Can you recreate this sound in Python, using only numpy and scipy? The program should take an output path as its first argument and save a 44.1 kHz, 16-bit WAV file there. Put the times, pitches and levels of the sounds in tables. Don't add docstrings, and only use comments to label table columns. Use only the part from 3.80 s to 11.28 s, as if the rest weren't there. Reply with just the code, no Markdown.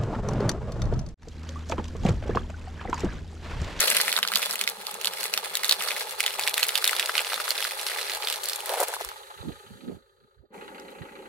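import sys
import numpy as np
from scipy import signal
from scipy.fft import rfft, irfft, next_fast_len
from scipy.io import wavfile
from scipy.ndimage import uniform_filter1d

SR = 44100
rng = np.random.default_rng(int(sys.argv[2]) if len(sys.argv) > 2 else 0)


def how_loud(loudness_db):
    steps = np.asarray(loudness_db, float) / 20
    return 10 ** steps


def wav_record(signal):
    frames = np.transpose(np.atleast_2d(signal))
    bounded = np.clip(frames, -1, 1)
    quanta = np.round(bounded * 32767).astype(np.int16)
    wavfile.write(sys.argv[1], SR, quanta)


N = 329868
T_S = np.arange(N) / SR
CUT_S = 6.705


def unit(x):
    return x / np.sqrt(np.mean(x ** 2) + 1e-20)


def along(points, hz):
    f, v = np.transpose(points)
    return np.interp(np.log(hz + 1), np.log(f + 1), v)


def curves(rows):
    s, *cols = np.transpose(rows)
    return [np.interp(T_S, s, c, left=-120, right=-120) for c in cols]


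def per_shot(values):
    return np.where(T_S < CUT_S, *values)


def filtered(x, response):
    m = next_fast_len(N + SR // 4)
    return irfft(rfft(x, m) * response(np.fft.rfftfreq(m, 1 / SR)), m)[..., :N]


def coloured(x, points):
    return filtered(x, lambda f: how_loud(along(points, f)))


def modes(table):
    def response(f):
        total = 0
        for k, (hz, width, db) in enumerate(table):
            total = total + (-1) ** k * how_loud(db) * 1j * f * width / (hz * hz - f * f + 1j * f * width)
        return total
    return response


def band(lo_hz, hi_hz):
    return lambda f: 1 / (1 + (lo_hz / (f + 1)) ** 6) / (1 + (f / hi_hz) ** 6)


def pair(alike):
    a, b = rng.standard_normal((2, N))
    turn = np.arccos(np.clip(alike, -1, 1)) / 2
    return np.cos(turn) * a + np.sin(turn) * np.array([b, -b])


def mottled(x, depth_db):
    z = signal.stft(x, nperseg=256)[2]
    field = uniform_filter1d(rng.standard_normal(z.shape[1:]), size=3, axis=0)
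    field = uniform_filter1d(field, size=9, axis=1)
    return signal.istft(z * how_loud(depth_db * unit(field)), nperseg=256)[1][:, :N]


# t/s, left lag/samples
DIRECTION = [(0, -4), (1.5, -3.5), (3, -1), (5, 2), (5.6, 17), (7.48, 18)]


def place(times, shapes, scatter):
    lag = np.interp(times, *np.transpose(DIRECTION)) + scatter * rng.standard_normal(len(times))
    start = np.round(times * SR + np.outer([.5, -.5], lag)).astype(int)
    index = np.clip(start[..., None] + np.arange(shapes.shape[-1]), 0, N)
    return np.array([np.bincount(i.ravel(), s.ravel(), N + 1)[:N] for i, s in zip(index, shapes)])


def grains(times, size_db, life_s, alike):
    t = np.arange(96) / SR
    shared = rng.standard_normal((len(times), len(t)))
    own = rng.standard_normal((2, len(times), len(t)))
    share = np.clip(alike, 0, 1)
    burst = np.sqrt(share) * shared + np.sqrt(1 - share) * own
    return place(times, burst * how_loud(size_db[:, None] - 60 * t / life_s), scatter=1.5)


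def shower(count, spread_db, life_s, alike):
    times = rng.uniform(0, N / SR, count)
    return grains(times, spread_db * rng.exponential(size=count).clip(0, 3), life_s, alike)


# f/Hz, t60/s
UNDERSIDE_DECAY = [(500, 0.042), (3000, 0.054), (12000, 0.045)]


def underside(x):
    hz, t, z = signal.stft(pair(0.94)[:, :SR // 6], SR, nperseg=128)
    decay = how_loud(-60 * t / along(UNDERSIDE_DECAY, hz)[:, None])
    tail = signal.istft(z * decay, SR, nperseg=128)[1]
    return signal.fftconvolve(x, tail / np.linalg.norm(tail[0]), axes=1)[:, :N]


# f/Hz, width/Hz, level/dB
BAY_MODES = [(388, 45, 7.5), (473, 57, 7), (540.3, 45, 9.5), (842, 127, 6), (1280, 36, -5)]


def engine_bay(force, body_db, shade):
    def ring(f):
        return modes(BAY_MODES)(f) ** 2 * band(340, 1600)(f) * (1 - band(620, 750)(f)) ** 2
    bay = unit(filtered(pair(.7) * (.8 + force), ring))
    bay = bay - shade * filtered(bay, band(570, 1200))
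    lower = unit(filtered(pair(0.72), band(260, 380))) * how_loud(-5.5) * (T_S > CUT_S)
    return how_loud(body_db) * (bay + lower)


# f/Hz, width/Hz, level/dB
COVER_MODES = [
    [(1230, 115, 6.5), (1692, 690, 1.5), (3200, 1270, 1), (4060, 650, 3.5), (4670, 160, 1)],
    [(1240, 490, 7.5), (1770, 170, 8.5), (1880, 206, 8), (2970, 1160, 3), (4070, 700, 3.5), (4750, 300, -1.5)],
]


def valve_cover(force, phase, clatter_db, shade):
    def lag(f):
        samples = DIRECTION[-1][1]
        return np.exp(-1j * np.pi * f / SR * np.array([[samples], [-samples]]))
    knock = np.exp(-6 * (phase % 1)) + per_shot((.8, .2)) * np.exp(-6 * ((phase + .5) % 1))
    drive = per_shot((.5, .35)) + 0.83 * force + per_shot((.3, .7)) * knock
    valves = mottled(pair(0.66), depth_db=2.0) * drive
    first, second = (unit(filtered(valves, lambda f: modes(table)(f) ** 2 * band(950, 4900)(f) * lag(f)))
                     for table in COVER_MODES)
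    first = first - shade * filtered(first, band(1900, 3800))
    return how_loud(clatter_db) * per_shot((first, second))


# f/Hz, level/dB per Hz
FAN_SPECTRUM = [(4200, -12.5), (5600, -8), (6600, -0.5), (8000, -4.5), (12000, -3), (12600, -8.5),
                (16000, -17)]


def fan(fan_db):
    return how_loud(fan_db) * unit(coloured(pair(0.26), FAN_SPECTRUM))


def exhaust(phase, force):
    fall_db_per_s = 7.5
    throb_db = per_shot((-53.5, -59.5)) - fall_db_per_s * T_S * (T_S < CUT_S)
    beat = 0.45 + np.cos(np.pi * (phase + per_shot((.41, .2)))) ** 4 + 0.32 * force
    pipe = lambda f: modes([(195, 70, 0)])(f) * band(165, 240)(f) ** 2
    return how_loud(throb_db) * unit(filtered(pair(0.89) * beat, pipe))


def rumble():
    hum_hz, hum_db = 87.7, -77.5
    hum = how_loud(hum_db) * np.sqrt(2) * np.sin(2 * np.pi * hum_hz * T_S) * (T_S < 5.5)
    return how_loud(per_shot((-75.5, -70))) * unit(filtered(pair(0.49), band(25, 120))) + hum


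# t/s, level/dB
IDLE_FADE = [(0, -1), (5, 4.5), (5.45, -2), (5.8, -5), (6.15, -10), (6.22, -19.5), (6.55, -24.5),
             (6.69, -36), (6.712, -32), (6.74, -0.5), (7.48, -2.5)]


def engine():
    cycle_s, knock_at_s = per_shot((.1436, .1358)), per_shot((2.2, 6.81))
    fade_db, = curves(IDLE_FADE)
    phase = (T_S - knock_at_s) / cycle_s
    stroke = np.floor(4 * phase).astype(int)
    force = how_loud(3 * rng.standard_normal((2, 400)))[:, stroke] * np.exp(-2.5 * (4 * phase % 1))
    shade = np.clip(-fade_db / 21, 0, .9) * (T_S < CUT_S)
    bay = engine_bay(force[0], per_shot((-52, -47)) + 0.52 * fade_db, shade)
    cover = valve_cover(force[1], phase, per_shot((-48, -47)) + 0.77 * fade_db, shade)
    air = fan(per_shot((-54, -61)) + 1.22 * fade_db)
    return bay + cover + air + exhaust(phase, force[0]) + rumble()


# t/s, level/dB, f/Hz, half length/s
PUFFS = [(1.33, -79, 110, .03), (1.67, -72, 60, 0.027), (2.6, -76, 117, 0.059), (3.2, -81, 50, .03),
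         (3.58, -68, 185, 0.02), (3.85, -82, 120, .04), (4.365, -73, 69.5, 0.029),
         (4.498, -70, 59.7, 0.015), (5.259, -64, 44.4, 0.05), (5.594, -55.5, 76, 0.034),
         (5.69, -45.5, 208, 0.041), (5.735, -57, 67, 0.058), (5.914, -60, 126, 0.053),
         (6.042, -69, 262, 0.085), (6.102, -46.5, 235, 0.055), (6.133, -61, 74.3, 0.043),
         (6.434, -77.5, 170, 0.039), (6.599, -59.5, 69.6, 0.021), (6.64, -74.5, 321, 0.026),
         (6.842, -67, 110, .04), (7.207, -54, 125.6, 0.025)]


def wind():
    sound = np.zeros((2, N))
    for s, db, hz, half_s in PUFFS:
        at = slice(round((s - .12) * SR), round((s + .12) * SR))
        t = T_S[at]
        gust = mottled(rng.standard_normal((2, SR // 4)), depth_db=6.5)
        sos = signal.butter(3, [hz / 1.6, hz * 1.79], "band", fs=SR, output="sos")
        air = signal.sosfilt(sos, gust)[:, -len(t):]
        sound[:, at] += how_loud(db + 15.5) * unit(air) * np.exp(-((t - s) / half_s) ** 2)
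    return sound * how_loud([[-8], [0]])


# t/s, hold/s, level/dB
COLLAPSE_EVENTS = [
    (4.891, 0.063, -30.5),
    (4.972, 0.011, -27),
    (5.001, 0.036, -27.5),
    (5.088, 0.016, -34.5),
    (5.122, 0.022, -37.5),
]


def collapse():
    rise_s, fall_s = 0.0086, 0.012
    gain = 0
    for s, hold_s, db in COLLAPSE_EVENTS:
        before = np.clip(s - T_S, 0, None) / rise_s
        after = np.clip(T_S - s - hold_s, 0, None) / fall_s
        gain = gain + how_loud(db - 20 * (before + after))
    return gain


# t/s, peak/dB, f/Hz
POCKETS = [(0.563, -14.5, 1250), (2.59, -15.5, 840), (3.299, -25.5, 970), (3.359, -26, 870),
           (3.533, -18, 880), (4.879, -35, 910), (4.899, -22.5, 525), (4.94, -15, 810), (4.973, -20, 510),
           (5.0, -16, 800), (5.008, -35, 513), (5.015, -10.5, 500), (5.032, -24, 870), (5.085, -23, 500),
           (5.13, -23, 870), (5.166, -19, 990), (5.209, -17.5, 755), (5.216, -23, 395), (5.247, -24, 1110),
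           (5.316, -22.5, 1280)]


def foam_pockets():
    s, peak_db, hz = np.transpose(POCKETS)[..., None]
    cycles = hz * np.arange(600) / SR
    knocks = how_loud(peak_db + 8.0) * cycles * np.exp(-cycles / 0.71) * np.sin(2 * np.pi * cycles)
    return place(s[:, 0], np.array([knocks, knocks]), scatter=.3)


# f/Hz, width/Hz, level/dB
CELL_MODES = [(444.4, 62, -5.5), (846, 69, -1), (1250, 180, -9.5)]
# f/Hz, width/Hz, level/dB
BLOCK_MODES = [(500, 260, -3), (926, 170, -2.5), (1250, 670, -14)]
# t/s, level/dB
TYRE_LOAD = [(0, -25), (.38, -34.5), (.42, -43.5), (.65, -33.5), (.92, -43), (1.2, -42), (1.4, -38),
             (1.7, -37.5), (2, -35), (2.37, -37), (3, -35.5), (3.95, -35.5), (4.4, -37.5), (4.8, -40),
             (5.05, -38), (5.25, -42.5), (5.45, -63.5), (5.7, -67)]


def foam():
    cells = shower(count=3000, spread_db=7.0, life_s=0.01, alike=0.59)
    cell_db = -44 + 0.18 * (curves(TYRE_LOAD)[0] + 35.5)
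    dull = unit(filtered(cells, modes(CELL_MODES))) * how_loud(cell_db) * (np.arange(N) < TYRE_LOAD[-1][0] * SR)
    crumbs = shower(count=9000, spread_db=0.5, life_s=0.0037, alike=0.91)
    crush = unit(filtered(crumbs, modes(BLOCK_MODES))) * collapse()
    return dull + crush + foam_pockets()


# f/Hz, level/dB per Hz
STICK_SPECTRUM = [(600, 5.5), (1000, 7.5), (2600, 7), (4400, 7), (6500, -5.5), (9000, -30.5)]
# f/Hz, level/dB per Hz
SPLINTER_SPECTRUM = [(3500, -33), (5500, -14.5), (8500, -0.5), (12000, 1.5), (12800, -6.5), (16000, -8)]


def crackle(sticks):
    def busy(size):
        return np.abs(uniform_filter1d(np.sum(sticks ** 2, axis=0), size=size)) + 1e-7
    load = how_loud(curves(TYRE_LOAD)[0] + 1) * (busy(size=1300) / busy(size=11000)) ** 0.071
    breaks = shower(count=6000, spread_db=4.0, life_s=0.0025, alike=0.33)
    breaks = breaks + 1.2 * underside(breaks)
    splinter_gain = how_loud(-2.5) * load + how_loud(-12.5) * collapse()
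    splinters = splinter_gain * unit(coloured(breaks, SPLINTER_SPECTRUM))
    return load * unit(coloured(breaks, STICK_SPECTRUM)) + splinters


def loose_ends(s, peak_db):
    luck = rng.random((len(s), 2, 3))
    times = s + .001 - .005 * np.log(luck[:, 0])
    size_db = peak_db - 15 - 10 * luck[:, 1]
    ends = grains(times.ravel(), size_db.ravel(), life_s=.003, alike=.8)
    return filtered(ends, lambda f: how_loud(along(STICK_SPECTRUM, f)) + 1.6 * how_loud(along(SPLINTER_SPECTRUM, f)))


# t/s, peak/dB, ring f/Hz, crack/dB
STICK_SNAPS = [(0.0025, -13.5, 5010, 2), (0.0054, -6, 6060, -3), (0.0111, -17, 1807, -7),
               (0.0211, -14.5, 1803, -15), (0.0292, -17.5, 1480, -13), (0.0459, -19.5, 1600, -15),
               (0.074, -18, 4310, 4), (0.0805, -10.5, 3144, -8.5), (0.0903, -18.5, 3720, -10.5),
               (0.1019, -17, 4110, 10.5), (0.1146, -10.5, 2464, -11), (0.122, -16.5, 1966, 3),
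               (0.1483, -14, 2980, -0.5), (0.1674, -9.5, 3630, 3), (0.1721, -9.5, 2630, -15.5),
               (0.2006, -10, 1920, -11), (0.2059, -19, 4240, -4), (0.2132, -8, 4000, -2),
               (0.2491, -23, 2520, 4.5), (0.2805, -11, 2000, -8.5), (0.2927, -14.5, 2380, -4),
               (0.3178, -16, 3990, -8), (0.327, -8.5, 2430, -4.5), (0.3398, -20.5, 2270, -16.5),
               (0.3593, -22.5, 1770, -6), (0.3643, -9.5, 3800, -14), (0.377, -13, 1500, -9),
               (0.3883, -13.5, 1250, -1), (0.4293, -6, 2880, -11), (0.4365, -18.5, 2240, -15),
               (0.45, -15.5, 1315, -12), (0.4755, -11.5, 4380, -7.5), (0.4849, -16, 3580, -8.5),
               (0.5183, -16.5, 1354, -4.5), (0.5263, -19.5, 1250, -4.5), (0.5367, -13.5, 2910, -3.5),
               (0.549, -21, 4420, -10.5), (0.5614, -14, 3800, -6), (0.5716, -12, 4290, -5),
               (0.557, -6, 4400, -4), (0.5845, -21.5, 5630, 2), (0.5935, -19.5, 1250, -1),
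               (0.6192, -17.5, 4080, -6.5), (0.6283, -11, 2380, -4), (0.6362, -22.5, 3750, -11),
               (0.6589, -15, 4260, -2.5), (0.7012, -24.5, 2450, 0), (0.7096, -16.5, 4750, 1.5),
               (0.7281, -23.5, 4060, 6), (0.7354, -24.5, 1210, 6),
               (0.7561, -16.5, 2730, 0), (0.7923, -19.5, 3800, -6.5), (0.8124, -11, 3040, -0.5),
        (0.8387, -18, 3400, 2), (0.8757, -10.5, 2810, -8), (0.8896, -19.5, 5100, -1), (0.898, -24, 4740, 5),
        (1.0676, -18, 4730, -5.5), (1.112, -27, 3000, 6.5), (1.142, -25.5, 2760, 3.5),
        (1.2128, -23, 2800, 3.5), (1.2458, -11, 2900, -6.5), (1.2562, -13.5, 4050, 0),
        (1.272, -8.5, 4340, -15), (1.0205, -38, 4060, 4), (1.3357, -22, 2950, -2),
        (1.3732, -22.5, 2450, -7), (1.4085, -19, 5600, -4), (1.431, -17.5, 2680, 1.5),
        (1.44, -18.5, 4770, 3), (1.455, -20.5, 2370, 1), (1.462, -25.5, 5640, 7), (1.5382, -8, 4370, -7.5),
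        (1.576, -8.5, 2940, -5.5), (1.646, -26.5, 2260, 5.5), (1.7534, -11, 3850, -1.5),
        (1.7674, -33.5, 1980, 7.5), (1.7707, -14, 3060, -2), (1.834, -15, 2140, 1),
        (1.8448, -11.5, 3700, -3.5), (1.854, -19, 5990, 1), (1.881, -28.5, 1340, 10),
        (1.8939, -6, 4060, -3.5), (1.911, -5, 4060, -13), (1.9191, -28.5, 3960, -8),
        (1.9235, -5, 3920, -7.5), (1.9283, -15.5, 3790, -6), (2.0068, -17.5, 2950, -9.5),
        (2.012, -21.5, 1180, -7), (2.0225, -17.5, 2620, -2.5), (2.026, -26, 2020, -7.5),
        (2.0368, -26, 2630, 7.5), (2.0748, -19, 1250, -3), (2.0855, -19, 4330, -5.5),
        (2.107, -15, 2410, -10),
               (2.1161, -17, 2400, -12), (2.1645, -18, 2200, -2.5), (2.18, -26.5, 2970, 2),
          (2.1972, -27.5, 4260, 8.5), (2.209, -18.5, 2290, -6.5), (2.3086, -32.5, 2408, 15),
          (2.3988, -20, 2990, -4.5), (2.4044, -6, 2540, -2), (2.439, -13.5, 2415, -7.5),
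          (2.463, -8.5, 3405, -2.5), (2.47, -24, 2970, -5), (2.479, -14, 2530, -14.5),
          (2.506, -20, 2990, -10.5), (2.539, -21.5, 2970, -7.5), (2.5948, -13, 2600, -2),
          (2.611, -18.5, 4010, -2.5), (2.625, -21, 3850, -3), (2.636, -16.5, 3900, -15),
          (2.6756, -7.5, 2390, -2), (2.6815, -10.5, 3500, -12.5), (2.694, -23.5, 2540, 6.5),
          (2.741, -14.5, 3230, 2.5), (2.7792, -8.5, 2400, -4.5), (2.794, -15.5, 2095, -1.5),
          (2.798, -17.5, 2110, -2.5), (2.806, -23.5, 2840, 2.5), (2.8297, -7, 3350, -4.5),
          (2.8368, -16, 4310, 1), (2.8443, -18.5, 2080, -3.5), (2.852, -19.5, 2280, -4.5),
          (2.8672, -23, 3860, 3), (2.885, -24, 5590, 15), (2.891, -10, 2960, -11),
          (2.944, -26.5, 2840, 1.5), (2.955, -7.5, 3000, -7.5), (2.969, -25, 2900, -3),
          (2.977, -12.5, 3970, -1), (2.9846, -17.5, 2830, -6.5), (3.025, -22, 1460, -6.5),
          (3.0425, -8, 3960, -2), (3.0523, -17, 2430, 4.5), (3.0625, -17.5, 2780, -6.5),
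          (3.0764, -9.5, 3740, 1), (3.0938, -11.5, 2600, -8.5), (3.1103, -27.5, 4280, 13),
          (3.131, -14, 1420, -10), (3.1648, -15.5, 3580, -3.5), (3.1813, -24, 2520, -13.5),
               (3.1963, -4.5, 2870, -10.5), (3.201, -20, 2500, -4), (3.2271, -15, 2660, -15),
           (3.2594, -14, 3830, -3), (3.2942, -12, 1300, -14.5), (3.353, -11, 2100, -18),
           (3.3673, -18, 2730, -11), (3.3796, -8.5, 3360, -9), (3.3865, -23.5, 3190, -7),
           (3.392, -11.5, 2480, -15.5), (3.406, -19.5, 2870, -1.5), (3.447, -20, 2820, -6.5),
           (3.4692, -20.5, 3100, -15), (3.5022, -18.5, 2540, -13), (3.5213, -18.5, 1380, -16.5),
           (3.5327, -16.5, 2690, -16.5), (3.5418, -17.5, 3940, -4), (3.551, -24, 3490, -4.5),
           (3.5773, -19, 1290, -13), (3.601, -17, 1290, -12.5), (3.6516, -28, 4020, 4.5),
           (3.6793, -18, 1300, -6.5), (3.69, -28.5, 3870, 11.5), (3.706, -10, 4230, -2),
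           (3.7535, -23, 2710, -11.5), (3.7665, -24.5, 1500, 1.5), (3.779, -16.5, 4310, -12.5),
           (3.7861, -18.5, 2570, -8.5), (3.805, -20.5, 2100, 1), (3.8166, -24, 3880, -4),
           (3.8258, -13, 2760, -14), (3.834, -23, 3880, -1.5), (3.8433, -15, 4900, -7),
           (3.85, -17.5, 1490, -8), (3.8746, -20, 4000, -15.5), (3.9097, -22.5, 2420, -15.5),
           (3.995, -21, 2890, -14), (4.0134, -24, 4310, 1), (4.0666, -15, 4180, -5),
           (4.0858, -17.5, 2410, -18), (4.0994, -23, 1830, -10.5), (4.1083, -25.5, 2890, -7.5),
           (4.1166, -21, 1920, -12),
               (4.148, -25, 2580, -8.5), (4.161, -22.5, 1840, -11), (4.1866, -18, 1990, -13.5),
               (4.2128, -19.5, 2580, -6), (4.2177, -23, 2800, -12), (4.2295, -20, 4130, -9.5),
               (4.2766, -24, 3570, -14.5), (4.2971, -15, 2800, -13.5), (4.319, -19.5, 3620, -8.5),
               (4.335, -21.5, 4300, -4.5), (4.349, -23.5, 4390, 3), (4.3694, -23, 2850, -11),
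               (4.423, -19.5, 3160, -18.5), (4.4326, -20, 2370, -15), (4.4472, -21, 4260, -12.5),
               (4.4722, -13, 3270, -11), (4.4854, -13, 3830, -2.5), (4.4998, -17, 3720, -1.5),
               (4.512, -23.5, 3660, -14), (4.526, -14.5, 3660, -5), (4.5391, -21, 3790, -4),
               (4.559, -19.5, 3800, -1.5), (4.635, -21, 4200, 2), (4.6397, -29, 5170, 9),
               (4.657, -23, 4180, 6), (4.6866, -17, 3400, 2), (4.697, -16, 4450, -2.5),
               (4.7198, -26, 1430, -1), (4.7329, -17.5, 4640, 2), (4.7592, -22.5, 3440, 6.5),
               (4.805, -23.5, 2860, 1), (4.859, -23.5, 1940, 4), (4.8935, -20.5, 3750, 5),
               (4.9367, -22, 3550, 1.5), (4.996, -25.5, 1160, 6), (5.0026, -22, 890, 10),
               (5.0085, -24.5, 895, 7), (5.0158, -28.5, 890, 2), (5.0204, -42, 900, 1.5),
               (5.032, -28.5, 904, 13.5), (5.083, -32, 1460, 16), (5.1384, -20, 1460, -3),
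               (5.2109, -23.5, 880, -4.5), (5.248, -31, 5000, 11.5), (5.2886, -26, 4000, 2.5)]
TYRE_GRIT = [
    (5.367, -40, 2130, -3),
    (5.503, -42, 2150, -9),
    (6.998, -39, 5600, -4),
    (6.999, -39, 1800, -25),
    (7.105, -54, 5500, 8),
    (7.114, -52, 5500, 8),
]


def snaps():
    table = STICK_SNAPS + TYRE_GRIT
    s, peak_db, hz, crack_db = np.transpose(table)[..., None]
    t = np.arange(512) / SR
    noise = rng.standard_normal((3, len(table), len(t)))

    def peak_one(x):
        return x / np.abs(x).max(axis=(0, 2), keepdims=True)

    def burst(own, t60_s):
        return (noise[0] + own * noise[1:]) * (1 - np.exp(-t / .0004)) * how_loud(-60 * t / t60_s)

    cycles = hz * t
    ring = cycles * np.exp(-cycles / .9 - t / .0015) * np.sin(2 * np.pi * cycles)
    bright = signal.butter(2, [6300, 14000], "band", fs=SR, output="sos")
    crack = signal.sosfilt(bright, burst(own=1.8, t60_s=.0065))
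    blow = burst(own=.6, t60_s=.0045 + 7 / hz)
    f = np.fft.rfftfreq(len(t), 1 / SR)
    octaves = np.log2((f + 1) / hz)
    rasp_gain = how_loud(np.minimum(9 * octaves, -3 * octaves)) * band(900, 5600)(f)
    rasp = irfft(rfft(blow) * rasp_gain, len(t))

    side_db = 1.5 * rng.standard_normal((len(table), 1)) * np.array([[[1]], [[-1]]])
    bend = peak_one(peak_one(ring[None]) + 0.97 * peak_one(rasp))
    shapes = how_loud(peak_db + 1.0 + side_db) * (bend + how_loud(crack_db) * peak_one(crack))
    parts = [place(s[k::2, 0], shapes[:, k::2], scatter=.7) for k in range(2)]
    parts[0] = parts[0] + loose_ends(s, peak_db)
    block = filtered(sum(parts), modes(CELL_MODES)) * how_loud(3)
    return block + sum(p + how_loud(-7.5) * underside(p) for p in parts)


def scene():
    sticks = snaps()
    breaking = sticks + crackle(sticks) + foam()
    return engine() + wind() + filtered(breaking, lambda f: band(345, SR)(f) ** 2)


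# f/Hz, left-right level/dB
PORT_COLOUR = [(100, 2), (380, -1), (1000, 0.7), (2400, 0.4), (4400, -6), (8100, 4.5), (14000, -0.5)]


def microphone(x):
    top_hz = 15850

    def response(f):
        edge_db = -42 * (f > top_hz) - 60 * (f > top_hz + 1000)
        return how_loud(along(PORT_COLOUR, f) * np.array([[.5], [-.5]]) + edge_db) * (f > 20)
    return filtered(x, response)


def low_pass(x):
    return signal.sosfilt(signal.butter(12, 16930, fs=SR, output="sos"), x)


def record(dry):
    soft = dry / (1 + (dry / .9) ** 4) ** (1 / 4)
    mix = microphone(soft)
    return low_pass(mix)


dry = scene()
out = record(dry)
wav_record(out)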